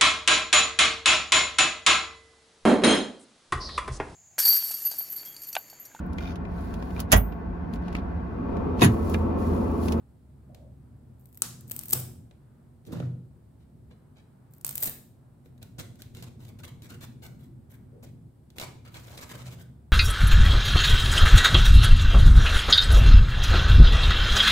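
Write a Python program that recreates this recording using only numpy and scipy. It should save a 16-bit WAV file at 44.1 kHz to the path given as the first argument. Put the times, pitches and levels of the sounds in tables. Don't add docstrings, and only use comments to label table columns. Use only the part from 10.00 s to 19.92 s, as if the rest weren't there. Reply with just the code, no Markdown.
import sys
import numpy as np
from scipy import signal
from scipy.fft import rfft, irfft
from scipy.io import wavfile
from scipy.ndimage import uniform_filter1d

SR = 44100
rng = np.random.default_rng(int(sys.argv[2]) if len(sys.argv) > 2 else 0)


def master_out(mix):
    frames = np.transpose(np.atleast_2d(mix))
    ceiling = np.clip(frames, -1, 1)
    pcm = np.round(ceiling * 32767).astype(np.int16)
    wavfile.write(sys.argv[1], SR, pcm)


N = 437472
HZ = np.fft.rfftfreq(N, 1 / SR)
TIME = np.arange(N) / SR


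def amp(db):
    return 10 ** (np.asarray(db) / 20)


def unit(x):
    return x / np.sqrt(np.mean(x ** 2) + 1e-20)


def read(points, hz):
    f, value = np.transpose(points)
    return np.interp(np.log(hz + 1), np.log(f + 1), value)


def add(mix, s, sound):
    part = mix[..., round(s * SR):][..., :sound.shape[-1]]
    part += sound[..., :part.shape[-1]]


def waver(span_s):
    size = max(round(span_s * SR), 1)
    once = uniform_filter1d(rng.standard_normal(N), size)
    return unit(uniform_filter1d(once, size))


def ping(spectrum, tilt_db, size=1024):
    hz = abs(np.fft.fftfreq(size, 1 / SR))
    gain_db = read(spectrum, hz) + tilt_db * np.log2(1 + hz / 1500)
    log_gain = np.log(amp(gain_db))
    click = np.fft.ifft(np.exp(np.conj(signal.hilbert(log_gain)))).real
    return click / np.linalg.norm(click)


def resonance(hz, width):
    grid = HZ[::50]
    offset = (grid / hz - 1) / width
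    return ping(np.transpose([grid, -20 * np.log10(1 + offset ** 2)]), 0)


def crack(db):
    return amp([db]) * np.sqrt(.004 * SR)


def crunch(length, db, per_s, spread_db, taper=0.23, lump_db=0.0, size=300):
    n = max(round(length * SR), 64)
    chance, sign, strength = rng.random((3, SR))[:, :n]
    lumps = unit(uniform_filter1d(rng.standard_normal(SR), size))[:n]
    sizes = amp(spread_db * np.minimum(-np.log(1 - strength), 4) + lump_db * lumps)
    signed_bursts = (chance < per_s / SR) * np.sign(sign - .5) * sizes
    push = signal.windows.tukey(n, taper)
    return amp(db) * unit(signed_bursts * push)


def ports(bursts, click, scatter, fade_s, pan_db=0, count=7, size=900):
    bursts = np.pad(bursts, (0, size))
    lingering = signal.lfilter([0, 1], [1, -np.exp(-1 / (fade_s * SR))], bursts ** 2)
    noises = rng.standard_normal((2, len(bursts)))
    left_tail, right_tail = (unit(np.sqrt(lingering) * noise) for noise in noises)
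    left = unit(unit(bursts) + scatter * left_tail) * amp(pan_db / 2)
    right = unit(unit(np.roll(bursts, count)) + scatter * right_tail) * amp(-pan_db / 2)
    paths = [left, right, unit(bursts)]
    return np.sqrt(np.mean(bursts ** 2)) * signal.fftconvolve(paths, click[None], axes=1)


GLANCE_FROM_S, GLANCE_TO_S, GLANCE_SHARE = .0004, .0018, .36


def glance(sound, count=2, size=128):
    taps = np.zeros(size)
    taps[0] = 1
    for delay_s in rng.uniform(GLANCE_FROM_S, GLANCE_TO_S, count):
        taps[round(delay_s * SR)] += GLANCE_SHARE
    return signal.fftconvolve(sound, taps[None] / np.linalg.norm(taps), axes=1)


# (frequency [Hz], left-right correlation [-1 to 1])
MICROPHONE_LIKENESS = [(30, 0.45), (100, 0.92), (200, 0.98), (350, 0.51), (700, 0.22), (2000, 0.25),
                       (16000, 0.067)]


def wash(spectrum):
    left, other = rfft(rng.standard_normal((2, N)))
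    same = np.clip(read(MICROPHONE_LIKENESS, HZ), -1, 1)
    pair = np.array([left, same * left + np.sqrt(1 - same ** 2) * other])
    return unit(irfft(pair * amp(read(spectrum, HZ)), N))


# (frequency [Hz], time to fall 60 dB [s])
KITCHEN_T60 = [(150, 1.6), (400, 0.6), (1000, 0.47), (2800, 0.47), (7300, 0.46), (15000, 0.36)]
# (frequency [Hz], level [dB])
KITCHEN_LEVEL = [(150, -7.5), (1000, -3.5), (3000, -6.5), (8000, -7.5), (15000, -9)]


def reflections(build_s=0.0066, size=256):
    t = np.arange(SR) / SR
    hz, at, z = signal.stft(rng.standard_normal((2, SR)), SR, nperseg=size)
    t60 = read(KITCHEN_T60, hz)[:, None]
    decay = amp(read(KITCHEN_LEVEL, hz)[:, None] - 60 * at / t60)
    z *= decay * np.sqrt(2 * np.log(1000) / (t60 * SR))
    same = np.clip(read(MICROPHONE_LIKENESS, hz), -1, 1)[:, None]
    z[1] = same * z[0] + np.sqrt(1 - same ** 2) * z[1]
    return signal.istft(z, SR, nperseg=size)[1][:, :SR] * (1 - np.exp(-t / build_s))


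def kitchen(x, drift_s):
    turn = 2 * np.pi * TIME / drift_s
    echo = np.zeros((2, N))
    for share in (np.cos(turn), np.sin(turn)):
        echo += signal.fftconvolve((x * share)[None], reflections(), axes=1)[:, :N]
    return echo


# (frequency [Hz], relative level [dB])
HISS_SPECTRUM = [(100, -6), (400, -1), (800, -6.5), (1200, -17.5), (1800, -21), (2600, -24.5),
                 (4500, -25.5), (6300, -30), (8400, -22), (11000, -26), (15500, -27.5), (16500, -44)]
HISS_DB = -68.5


def hiss():
    return wash(HISS_SPECTRUM) * amp(HISS_DB)


# (frequency [Hz], relative level [dB])
MURMUR_SPECTRUM = [(150, -25.5), (350, -7.5), (600, -5), (900, -1.5), (1500, -6), (3000, -24), (8000, -61)]
MURMUR_DB, MURMUR_SWING_DB, MURMUR_S = -77, 3, .16


def room_murmur():
    level_db = MURMUR_DB + MURMUR_SWING_DB * waver(MURMUR_S)
    return wash(MURMUR_SPECTRUM) * amp(level_db)


# (time [s], level [dB])
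HUM_LEVEL = [(0, -62.5), (.7, -52.5), (1.5, -67), (3.9, -61.5), (4.6, -80), (9.9, -55)]
HUM_HZ = 69.1


def hum():
    level_db = np.interp(TIME, *np.transpose(HUM_LEVEL))
    return np.sqrt(2) * np.sin(2 * np.pi * HUM_HZ * TIME) * amp(level_db)


# (frequency [Hz], relative level [dB])
RUMBLE_SPECTRUM = [(12, -57), (20, -20.5), (32, -20), (54, -10.5), (114, -0.5), (133, 0.5), (162, -8.5),
                   (209, -11), (241, -7), (303, -19.5), (344, -15.5), (420, -26), (567, -35), (600, -28.5),
                   (780, -57.5), (1320, -120)]
# (start time [s], length [s], level before wavering [dB])
HANDLING_SPANS = [(0.313, 0.94, -54), (1.407, 0.91, -49), (3.651, 0.35, -51.5), (4.6, 0.39, -50.5),
                  (5.413, 0.77, -52), (6.061, 1.447, -48.5), (7.395, 0.98, -50), (8.503, 1.35, -52)]
REST_RUMBLE_DB = -54.5
LEAN_S, HEAVE_DB, HEAVE_S = 0.13, 1.5, 0.069


def rumble():
    work = np.zeros(N)
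    for s, length, db in HANDLING_SPANS:
        lean = np.minimum(TIME - s, s + length - TIME) / LEAN_S
        work += amp(db) * np.clip(lean, 0, 1)
    heaving = work * amp(HEAVE_DB * waver(HEAVE_S))
    return wash(RUMBLE_SPECTRUM) * np.hypot(amp(REST_RUMBLE_DB), heaving)


# (start time [s], length [s], pitch [Hz], level [dB])
SKIN_RUBS = [(0.473, 0.22, 585, -62), (2.86, 0.056, 335, -47.5), (7.921, 0.08, 454, -58)]


def rubs(width=0.18):
    out = np.zeros((3, N))
    for s, length, hz, db in SKIN_RUBS:
        slips = crunch(length, db, per_s=9100, spread_db=3.5)
        add(out, s, ports(slips, resonance(hz, width), scatter=1.0, fade_s=0.0012))
    return out


# (frequency [Hz], relative level [dB])
PEEL_SPECTRUM = [(100, 0.5), (500, 4), (1200, -7.5), (1500, -2), (1850, -3), (2300, -0.5), (3000, -1),
                 (3900, 3.5), (5000, -4), (7700, -3), (9900, -6), (11000, -7), (13500, -4), (15600, -5.5),
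                 (16500, -45)]
# (start time [s], length [s], level [dB], brightness [dB per octave])
PEEL_RUSTLES = [(2.857, 0.027, -61, 2), (2.917, .024, -52.5, 1), (2.942, 0.083, -60.5, -6),
                (3.584, 0.066, -76, -5), (3.896, 0.043, -61.5, -9.5), (4.148, 0.072, -65, -6),
                (4.822, 0.018, -46.5, 0.5), (4.866, 0.022, -43.5, -3), (5.437, 0.052, -74.5, 5.5),
                (6.151, 0.082, -62, -1), (6.412, 0.091, -67, 0), (8.04, 0.066, -67.5, -3.5)]


def rustles():
    out = np.zeros((3, N))
    for s, length, db, tilt_db in PEEL_RUSTLES:
        grains = crunch(length, db, per_s=2500, spread_db=4.5, taper=0.63)
        stroke = ports(grains, ping(PEEL_SPECTRUM, tilt_db), scatter=1.2, fade_s=0.0017)
        add(out, s, glance(stroke))
    return out


# (start time [s], length [s], level before panning [dB])
FRUIT_SCUFFS = [(1.935, 0.027, -45.5), (2.869, 0.074, -46.5), (2.915, 0.064, -36), (2.974, 0.1, -45),
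                (4.848, 0.054, -48), (5.779, 0.04, -44.5), (8.597, 0.034, -53)]
# (frequency [Hz], relative level [dB])
SCUFF_SPECTRUM = [(25, -28), (55, -8.5), (95, 10.5), (170, 7.5), (320, 2.5), (420, -16), (520, -5.5),
                  (900, -21), (1400, -21.5), (2200, -27), (6000, -34), (16000, -43.5)]


def scuffs():
    out = np.zeros((3, N))
    click = ping(SCUFF_SPECTRUM, 0, size=2048)
    for s, length, db in FRUIT_SCUFFS:
        grains = crunch(length, db, per_s=4800, spread_db=4.0)
        add(out, s, ports(grains, click, scatter=1.0, fade_s=.003, pan_db=-3.0))
    return out


# (time [s], pitch [Hz], level at the microphones [dB])
FLESH_SMACKS = [(1.421, 1320, -40.5), (1.9325, 840, -36.5), (2.924, 1220, -47.5), (2.937, 940, -44),
                (2.955, 1360, -51), (3.002, 535, -37), (3.003, 1300, -47), (3.026, 1300, -51),
                (4.881, 597, -42.5)]
SMACK_WIDTH, SMACK_ROOM_DB = .21, -2


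def smacks():
    out = np.zeros((3, N))
    for s, hz, db in FLESH_SMACKS:
        add(out, s, ports(crack(db), resonance(hz, SMACK_WIDTH), scatter=.7, fade_s=.002))
    return out * amp([[0], [0], [SMACK_ROOM_DB]])


# (start time [s], length [s], level [dB],
# brightness [dB per octave], hollow body and dry rasp [both dB against the push])
BLADE_PUSHES = [(5.612, 0.024, -57, -2.5, -2, -15), (5.781, 0.036, -44.5, -2.5, -8, -4.5),
                (5.986, .03, -60, 4, -10, -5), (6.136, 0.077, -59, -3, -27, -7),
                (6.224, 0.023, -51, -1, -18, -7), (6.262, 0.026, -58, -1, -6, -16),
                (6.389, 0.059, -62.5, 1.5, -3, -11), (6.471, .04, -59.5, 3, -4, -19),
                (6.584, 0.029, -56, 1, -9, -12), (6.63, 0.026, -46.5, 0.5, -24, -27),
                (6.67, 0.026, -52.5, 2, -11, -23), (6.82, 0.056, -55.5, 2.5, -17.5, -10),
                (6.887, 0.049, -50, 1.5, -15, -13), (6.933, 0.023, -54, 1, -11, -14),
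                (7.003, 0.054, -48.5, 1.5, -18, -14), (7.216, 0.06, -50.5, 3, -10, -15),
                (7.378, .098, -67, 5.5, -7.5, -22), (7.691, 0.074, -60, 10, -15, -16),
                (8.024, 0.03, -55, 11, -5, -5.5), (8.557, 0.024, -55.5, 5, -3, -14),
                (8.596, 0.055, -43.5, -0.5, -9, -5), (8.84, 0.061, -55.5, -2, -26, -23),
                (8.935, 0.047, -48, -1.5, -17, -12), (8.975, .03, -57, 0, -9, -6),
                (9.032, 0.023, -60, 0, -7, -1.5), (9.067, 0.023, -53.5, -1, -7, -10),
                (9.098, 0.069, -53.5, -6, -8, -6), (9.17, 0.029, -51.5, -2, -7, -1),
                (9.213, 0.031, -47, 1, -23, -2.5), (9.288, 0.041, -45.5, 0, -22, -11),
                (9.334, 0.026, -48.5, -2, -6, -9), (9.376, 0.056, -53, -2.5, -9, -6),
                (9.452, 0.036, -50, -3, -13, -5), (9.503, 0.048, -53.5, 0, -12, -7),
                (9.575, 0.057, -56.5, 3.5, -7, -13)]
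# (time [s], drive of the thud [dB], drive of the room boom [dB])
BOARD_BUMPS = [(1.421, -47.5, -49.5), (1.933, -36.5, -32.5), (2.87, -44, -55), (2.923, -35.5, -32),
               (3.001, -36.5, -26), (5.456, -55.5, -51), (6.169, -46.5, -46), (8.035, -66.5, -39.5),
               (9.428, -62, -41)]
# (frequency [Hz], relative level [dB], time to fall 60 dB [s])
BOARD_MODES = [(109, 3.5, 0.32), (170.8, 0, 0.36), (233.8, -1.5, 0.33), (306, -1, 0.096),
               (364.4, -0.5, 0.17), (478, -1, 0.13), (584.6, -13.5, 0.08), (854, -19.5, 0.038)]
# (frequency [Hz], relative level [dB])
KITCHEN_MODES = [(97, -11.5), (125, -2), (146, -13), (173, -11.5)]
KNOCK_DB, KNOCK_BOOM_DB = -1.5, -4
BOARD_PAN_DB = -4.5


def board(swell_s=0.054, touch_s=0.0022):
    t = np.arange(SR) / SR
    ring, room = np.zeros((2, SR))
    for k, (hz, db, t60) in enumerate(BOARD_MODES):
        ring += amp(db - 60 * t / t60) * np.sin(2 * np.pi * hz * t) * (-1) ** k
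    for hz, db in KITCHEN_MODES:
        room += amp(db) * np.sin(2 * np.pi * hz * t)
    thud = ring / abs(ring).max() * 2 * (1 - np.exp(-t / touch_s))
    boom = t / swell_s * np.exp(1 - t / swell_s) * room
    knocks = [(s + length / 2, db + KNOCK_DB, db + KNOCK_BOOM_DB) for s, length, db, *_ in BLADE_PUSHES]
    thuds, booms = np.zeros((2, N))
    for s, thud_db, boom_db in list(BOARD_BUMPS) + knocks:
        add(thuds, s, amp(thud_db) * thud)
        add(booms, s, amp(boom_db) * boom)
    return thuds * amp([[BOARD_PAN_DB / 2], [-BOARD_PAN_DB / 2]]), booms


POP_LOW_HZ, POP_HIGH_HZ, POPS_PER_S = 490, 4220, 280
POP_CYCLES, POP_DB = 1.4, -9


def sap(length, db, taper, spread_db=4):
    n = max(round(length * SR), 64)
    t = np.arange(1024) / SR
    push = signal.windows.tukey(n, taper)
    out = np.zeros(n)
    for when, pitch, size in rng.random((256, 3))[:max(round(length * POPS_PER_S), 2)]:
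        cycles = t * POP_LOW_HZ * (POP_HIGH_HZ / POP_LOW_HZ) ** pitch
        ring = unit(np.sin(2 * np.pi * cycles) * np.exp(-cycles / POP_CYCLES))
        add(out, when * (n - 1) / SR, amp(-spread_db * np.log(1 - .95 * size)) * ring)
    return amp(db + POP_DB) * unit(out * push)


# (frequency [Hz], width [share of frequency], level [dB against the push])
BLADE_RINGS = [(1011, .14, -18), (1503, 0.062, -13.5), (2275, 0.15, -13.5), (2956, 0.072, -18),
               (3800, 0.12, -18)]


def blade(length, db, tilt_db, taper, wander=0.09, grip_db=3, peel_db=-4.0):
    cells = crunch(length, db + peel_db, per_s=1000, spread_db=3.7, taper=taper)
    out = ports(cells, ping(PEEL_SPECTRUM, tilt_db), scatter=2.2, fade_s=0.002)
    shifts_and_grips = 2 * rng.random((len(BLADE_RINGS), 2)) - 1
    for (hz, width, ring_db), (shift, grip) in zip(BLADE_RINGS, shifts_and_grips):
        slips = crunch(length, db + ring_db + grip_db * grip, per_s=600, spread_db=5.0, taper=taper)
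        ring = resonance(hz * (1 + wander * shift), width)
        out = out + ports(slips, ring, scatter=1, fade_s=0.0036)
    add(out, 0, np.array([sap(length, db, taper) for path in out]))
    return out


SLIT_START_S, SLIT_LENGTH_S, SLIT_DB = 8.89, 0.69, -60


def slit(judder_db=1.0, judder_s=0.011):
    out = np.zeros((3, N))
    add(out, SLIT_START_S, blade(SLIT_LENGTH_S, SLIT_DB, tilt_db=5.0, taper=0.12))
    return out * amp(judder_db * waver(judder_s))


# (start time [s], length [s], level [dB])
FLESH_SQUELCHES = [(8.596, .05, -45), (8.843, 0.062, -62.5), (8.939, 0.051, -56), (9.028, .11, -62),
                   (9.175, .08, -52.5), (9.291, .13, -58), (9.446, 0.095, -63)]
# (frequency [Hz], relative level [dB])
WET_SPECTRUM = [(200, -25), (450, -5), (600, 4.5), (820, -6), (980, 3.5), (1350, 1.5), (1750, -17),
                (2200, 4.5), (2900, -17), (4500, -8.5), (8000, -35), (16000, -45)]
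# (time [s], level [dB], brightness [dB per octave])
PEEL_TICKS = [(.547, -52, -1), (2.311, -54, -7.5), (2.852, -60.5, 1), (3.001, -41.5, -8),
              (5.459, -53.5, -10), (5.579, -65, 2), (5.628, -45.5, 3), (5.7919, -41.5, 2),
              (5.798, -40, 0.5), (5.956, -58.5, 3), (6.02, -42, 0.5), (6.149, -48.5, 1.5), (6.17, -49, 1),
              (6.225, -43, 0), (6.451, -52.5, 0), (6.483, -58, 5), (6.595, -59, -5), (6.645, -48, 0),
              (6.821, -50.5, 0.5), (8.503, -57, -0.5), (8.584, -34, -2.5), (8.5987, -34.5, 0),
              (8.614, -36, -4), (8.625, -44, -1), (8.943, -46, -5), (9.1772, -42, -1), (9.212, -45, 0),
              (9.293, -50, 2)]
BODY_HZ, BODY_WIDTH = 560, 0.51
RASP_HZ, RASP_WIDTH = 6500, 0.57
GRIT_DB, GRIT_S = 1, 0.0016


def knife():
    out = np.zeros((3, N))
    body, rasp = resonance(BODY_HZ, BODY_WIDTH), resonance(RASP_HZ, RASP_WIDTH)
    for s, length, db, tilt_db, body_db, rasp_db in BLADE_PUSHES:
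        add(out, s, glance(blade(length, db, tilt_db, taper=0.53)))
        hollow = crunch(length, db + body_db, per_s=1900, spread_db=2.5)
        add(out, s, ports(hollow, body, scatter=1.0, fade_s=0.0013))
        dry_fibres = crunch(length, db + rasp_db, per_s=1300, spread_db=1)
        add(out, s, ports(dry_fibres, rasp, scatter=1.2, fade_s=0.0026))
    for s, length, db in FLESH_SQUELCHES:
        wet_bursts = crunch(length, db, per_s=500, spread_db=3.5)
        add(out, s, ports(wet_bursts, ping(WET_SPECTRUM, 0), scatter=2.0, fade_s=0.0013))
    out = out * unit(amp(GRIT_DB * waver(GRIT_S)))
    for s, db, tilt_db in PEEL_TICKS:
        add(out, s, ports(crack(db), ping(PEEL_SPECTRUM, tilt_db), scatter=1.6, fade_s=0.002))
    return out


# (frequency [Hz], relative level [dB])
THIN_FIBRE = [(100, -21), (500, -13.5), (1100, -24), (2200, -20), (4000, -21.5), (6500, -22), (8400, -9),
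              (10500, -15), (12700, -1.5), (15000, 1), (17000, -19)]


def fibre(thickness, thick):
    share = np.clip(thickness, 0, 1)
    hz = HZ[::200]
    level_db = share * read(thick, hz) + (1 - share) * read(THIN_FIBRE, hz)
    return ping(np.transpose([hz, level_db]), 0)


# (frequency [Hz], relative level [dB])
THICK_DIRECT = [(100, -18.5), (500, -19.5), (1100, -15.5), (2000, -17), (4000, -11), (5200, -8), (6200, -4),
                (7600, 2), (9000, 5), (10800, -8.5), (12500, -6.5), (15000, -2.5), (17000, -23)]
# (frequency [Hz], relative level [dB])
THICK_SIDEWAYS = [(100, -20.5), (500, -13.5), (1300, -8.5), (2200, -14.5), (3000, -9.5), (4200, -6.5),
                  (5200, -5), (7200, -2), (9000, -4), (11000, -6.5), (15000, -8.5), (17000, -21.5)]


def splinter(bursts, thickness, scatter, fade_s, pan_db=0, around_db=-2.5):
    direct = ports(bursts, fibre(thickness, THICK_DIRECT), scatter, fade_s, pan_db)
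    around = ports(bursts, fibre(thickness, THICK_SIDEWAYS), scatter, fade_s)
    return np.array([direct[0], direct[1], around[2] * amp(around_db * thickness)])


# (start time [s], length [s], level at mid-bend [dB])
STALK_BENDS = [(1.178, 0.19, -69), (1.659, 0.37, -51.5), (4.505, 0.084, -65), (4.648, 0.29, -46)]
# (time [s], level before panning [dB], thickness [0-1], left against right [dB])
FIBRE_SNAPS = [(1.257, -54.5, 0.37, 9), (1.328, -57, .3, 3), (1.346, -52.5, 0.3, 0), (1.3741, -42, 0.15, 0),
               (1.4204, -18, 0.92, 5), (1.609, -50, 0.4, 6.5), (1.68, -52, 0.4, 6.5), (1.686, -55, .4, 0),
               (1.698, -46.5, 0.2, 15), (1.712, -29.5, 0.06, 4), (1.7165, -29.5, 0.33, 4),
               (1.764, -33, 0.37, 5), (1.7912, -31.5, 0.65, 8.5), (1.812, -43, .4, 0),
               (1.8354, -40, 0.3, 5), (1.861, -45.5, 0.2, 2), (1.884, -37.5, 0.3, 0), (1.8932, -40, 0.7, 4),
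               (1.901, -35, .1, 2), (1.9082, -29, 0.3, 0), (1.923, -30, 0.2, 2), (1.9338, -20, 0.57, 10),
               (4.537, -56, 0.8, -2), (4.612, -50, 0.64, 2), (4.6472, -24.5, 0.7, -2),
               (4.6657, -29.5, 0.25, -3), (4.679, -37, 0.4, 10), (4.6918, -30, 0.5, -4),
               (4.7102, -35.5, 0.3, -2), (4.755, -27.5, 0.35, -1), (4.773, -37, 0.3, 1),
               (4.7795, -27, 0.37, 2), (4.8046, -38, 0, 4), (4.8116, -42, .05, 0), (4.827, -23.5, 0.4, 0),
               (4.833, -23.5, 0.06, 1), (4.8345, -24, 0.27, -2), (4.858, -31.5, 0.5, 9),
               (4.8744, -34, 0.35, 1)]
# (start time [s], length [s], level [dB], thickness [0-1])
STALK_TEARS = [(1.925, 0.012, -32.5, 0.5), (1.9284, 0.008, -18, 0.42), (4.796, 0.031, -44, 0.1),
               (4.822, 0.01, -30, .05), (4.838, 0.0073, -27, 0.15), (4.849, 0.03, -33.5, 0.23),
               (4.869, 0.012, -35, 0.62)]
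STRAIN_DB_PER_S, FINE_PER_S, FINE_SPREAD_DB, FINE_THICKNESS = 33.5, 450, 6, 0.18


def stalks():
    out = np.zeros((3, N))
    for s, length, db in STALK_BENDS:
        fine = crunch(length, db, per_s=FINE_PER_S, spread_db=FINE_SPREAD_DB, taper=0.13, lump_db=2.5)
        strain = amp(STRAIN_DB_PER_S * (np.arange(len(fine)) / SR - length / 2))
        add(out, s, splinter(fine * strain, FINE_THICKNESS, scatter=1.0, fade_s=.0012))
    for s, db, thickness, pan_db in FIBRE_SNAPS:
        add(out, s, splinter(crack(db), thickness, scatter=1.3, pan_db=pan_db, fade_s=.0012))
    for s, length, db, thickness in STALK_TEARS:
        rip = crunch(length, db, per_s=3400, spread_db=3.5)
        add(out, s, splinter(rip, thickness, scatter=1.0, fade_s=.0016))
    return out


def scene():
    background = rumble() + hum() + hiss() + room_murmur()
    dull = scuffs()
    thuds, booms = board()
    cutting = knife() + slit() + rubs() + smacks() + rustles()
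    near = stalks()
    direct = near[:2] + cutting[:2] + dull[:2] + thuds + booms
    stalk_echo = kitchen(amp(1.0) * near[2], drift_s=.013)
    knife_echo = kitchen(amp(1.0) * cutting[2], drift_s=.06)
    thud_echo = kitchen(amp(3.7) * dull[2] + amp(6.0) * thuds.mean(0), drift_s=1.7)
    return direct + stalk_echo + knife_echo + thud_echo + background


EDGE_HZ = 16300


def record(dry):
    lowpass = signal.firwin(255, EDGE_HZ, window=("kaiser", 9), fs=SR)
    return signal.oaconvolve(np.clip(dry, -1, 1), lowpass[None], "same")


dry = scene()
out = record(dry)
master_out(out)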